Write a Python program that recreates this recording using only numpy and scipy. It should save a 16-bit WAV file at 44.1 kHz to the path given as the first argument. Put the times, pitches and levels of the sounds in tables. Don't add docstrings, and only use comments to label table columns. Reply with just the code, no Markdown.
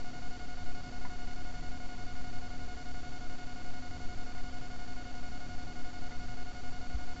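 import sys
import numpy as np
from scipy import signal
from scipy.fft import rfft, irfft, next_fast_len
from scipy.io import wavfile

SR = 44100
rng = np.random.default_rng(int(sys.argv[2]) if len(sys.argv) > 2 else 0)


def generate_wav(sig):
    pcm = np.round(np.clip(np.atleast_2d(sig).T, -1, 1) * 32767).astype(np.int16)
    wavfile.write(sys.argv[1], SR, pcm)


def level_to_linear(level):
    exponent = np.asarray(level, float) / 20
    return 10 ** exponent


N = 317520


def resonate(excitation, hz, t60_s):
    radius = level_to_linear(-60 / (t60_s * SR))
    angle = 2 * np.pi * hz / SR
    feedback = [1, -2 * radius * np.cos(angle), radius * radius]
    return signal.lfilter([0, np.sin(angle)], feedback, excitation + 1e-18)


def impulses(times_s, heights):
    position = np.asarray(times_s) * SR
    whole = position.astype(int)
    fraction = position - whole
    out = np.zeros(N + 2)
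    np.add.at(out, whole, heights * (1 - fraction))
    np.add.at(out, whole + 1, heights * fraction)
    return out[:N]


def coloured_noise(spectrum):
    size = next_fast_len(N)
    hz, density_db = np.transpose(spectrum)
    bins_hz = np.maximum(np.arange(size // 2 + 1) * SR / size, 1e-3)
    gain = level_to_linear(np.interp(np.log(bins_hz), np.log(hz), density_db)) * np.sqrt(SR / 2)
    return irfft(rfft(rng.standard_normal(size)) * gain, size)[:N]


def lowpass(hz):
    return signal.butter(2, hz, fs=SR, output="sos")


def amplifier_hiss():
    # frequency_hz, density_db (per Hz)
    hiss_spectrum = [(60, -83.5), (200, -80), (235, -80.5), (265, -80.5), (300, -83.5), (400, -85),
                     (1000, -90), (1300, -91.5), (2500, -95.5), (4000, -97.5), (6000, -98.5), (7100, -99)]
    return coloured_noise(hiss_spectrum)


def ticking_hum():
    # frequency_hz, level_db, t60_s
    tick_rings = [(256, -50, .15), (312, -52, .07), (345, -62, .05), (4499, -57.5, .4), (4530, -56, .024)]
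    first_swings = [1, -1, 1, 1, 1]
    ring_lags = [.0033, .0033, .0033, .0018, .0018]
    tick_hz, first_tick_s, tick_length_s = 36.10846, .0012, .0006
    times_s = np.arange(first_tick_s, N / SR - .01, 1 / tick_hz)
    flat_pulse = np.ones(round(tick_length_s * SR))
    out = level_to_linear(-48) * np.convolve(impulses(times_s, 0.84), flat_pulse)[:N]
    for (hz, level_db, t60_s), swing, lag_s in zip(tick_rings, first_swings, ring_lags):
        out += swing * level_to_linear(level_db) * resonate(impulses(times_s + lag_s, 1), hz, t60_s)
    return out


def readout_buzz():
    # harmonic_number, peak_db
    row_harmonics = [(1, -49.8), (2, -52.3), (3, -58.1), (4, -64.4), (5, -67.4), (6, -64.3), (7, -68.1),
                     (8, -72), (9, -77.3), (10, -70), (11, -75)]
    frame_hz, row_hz = 11.379775, 721.95
    busy_from_s, busy_s, first_row_s = .0432, .0623, .04421
    row_duty = .24
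    row_fade_s = .00115
    supply_step = level_to_linear(-44.5)

    t = np.arange(N) / SR
    busy = ((t - busy_from_s) * frame_hz) % 1 < busy_s * frame_hz
    since_first_row_s = ((t - first_row_s) * frame_hz) % 1 / frame_hz
    rows = since_first_row_s * row_hz
    pulses = supply_step * row_duty
    for harmonic, peak_db in row_harmonics:
        sign = np.sign(np.sinc(harmonic * row_duty))
        pulses = pulses + level_to_linear(peak_db) * sign * np.cos(2 * np.pi * harmonic * (rows - .5))
    overrun_s = np.maximum(since_first_row_s + first_row_s - busy_from_s - busy_s, 0)
    return supply_step * (busy - busy.mean()) + pulses * np.exp(-overrun_s / row_fade_s)


def housing_clicks():
    # start_s, level_db, strongest_hz, spread_octaves
    click_events = [(.963, -52, 1400, .4), (1.050, -43.5, 1150, 1.5), (1.272, -53, 3700, .6),
                    (1.311, -51, 2500, .9), (3.337, -56, 900, .5), (4.384, -46.5, 2020, .3),
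                    (6.116, -48.5, 1600, 1.0)]
    # frequency_hz, level_db, t60_s
    housing_modes = [(820, -4, .04), (990, 0, .07), (1400, -6, .035), (1750, -4, .04), (2030, -3, .05),
                     (2900, -4, .025), (3600, -2, .022), (4200, -3, .02)]
    contact_s = 0.0058
    start_s, click_db, centre_hz, spread_octaves = np.transpose(click_events)
    contact = np.exp(-np.arange(SR // 50) / (contact_s * SR))
    contact /= np.sqrt(np.sum(contact ** 2))
    out = np.zeros(N)
    for hz, mode_db, t60_s in housing_modes:
        detune = np.log2(hz / centre_hz) / spread_octaves
        tap = impulses(start_s, level_to_linear(click_db + mode_db - 10 * detune ** 2))
        scratch = signal.fftconvolve(tap, contact)[:N] * rng.standard_normal(N)
        out += resonate(tap + level_to_linear(-6) * scratch, hz, t60_s)
    return out


def dull_thump():
    click = impulses([6.943], -level_to_linear(-23.5))
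    push = signal.sosfilt(lowpass(140), click)
    return resonate(push, 52, 0.15)


def water_surge():
    # frequency_hz, density_db (per Hz)
    surge_spectrum = [(1, -52), (2.5, -41.5), (5, -42.5), (9, -49.5), (17, -55.5), (35, -65.5), (100, -71),
                      (160, -80), (400, -91.5), (1000, -110)]
    # middle_s, half_length_s, rise_db
    swells = [(1.55, .35, 6.5), (2.45, .3, 4), (4.25, .3, 3.5), (5.2, .25, 2.5), (6.3, .15, 5)]
    calm_db = -2
    rumble_follows = .4
    lumps_per_s, lumps_rms_db = 4, 1

    t = np.arange(N) / SR
    heave_db = calm_db + sum(rise_db * np.exp(-((t - middle_s) / half_s) ** 2)
                             for middle_s, half_s, rise_db in swells)
    lumps = signal.sosfilt(lowpass(lumps_per_s), rng.standard_normal(N))
    lumps_db = lumps_rms_db * lumps / lumps.std()

    pressure = coloured_noise(surge_spectrum)
    sway = signal.sosfiltfilt(lowpass(12), pressure)
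    sway_and_heave = signal.sosfiltfilt(lowpass(45), pressure)
    heave = level_to_linear(heave_db) * (sway_and_heave - sway)
    rumble = level_to_linear(lumps_db + rumble_follows * heave_db) * (pressure - sway_and_heave)
    return sway + heave + rumble


def scene():
    electronics = amplifier_hiss() + ticking_hum() + readout_buzz()
    knocks = housing_clicks() + dull_thump()
    return (electronics + knocks + water_surge())[None]


def roll_off(x):
    return signal.sosfilt(signal.butter(12, 8140, fs=SR, output="sos"), x)


def record(dry):
    # frequency_hz, gain_db
    top_cut = [(7000, 0), (7450, -3), (7700, -8), (7900, -16), (8100, -25), (8350, -42), (9000, -80)]
    size = next_fast_len(N + SR // 10)
    hz, gain_db = np.transpose(top_cut)
    bins_hz = np.arange(size // 2 + 1) * SR / size
    filtered = irfft(rfft(dry, size) * level_to_linear(np.interp(bins_hz, hz, gain_db)), size)[:, :N]
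    finished = filtered - .0271
    return roll_off(finished)


dry = scene()
out = record(dry)
generate_wav(out)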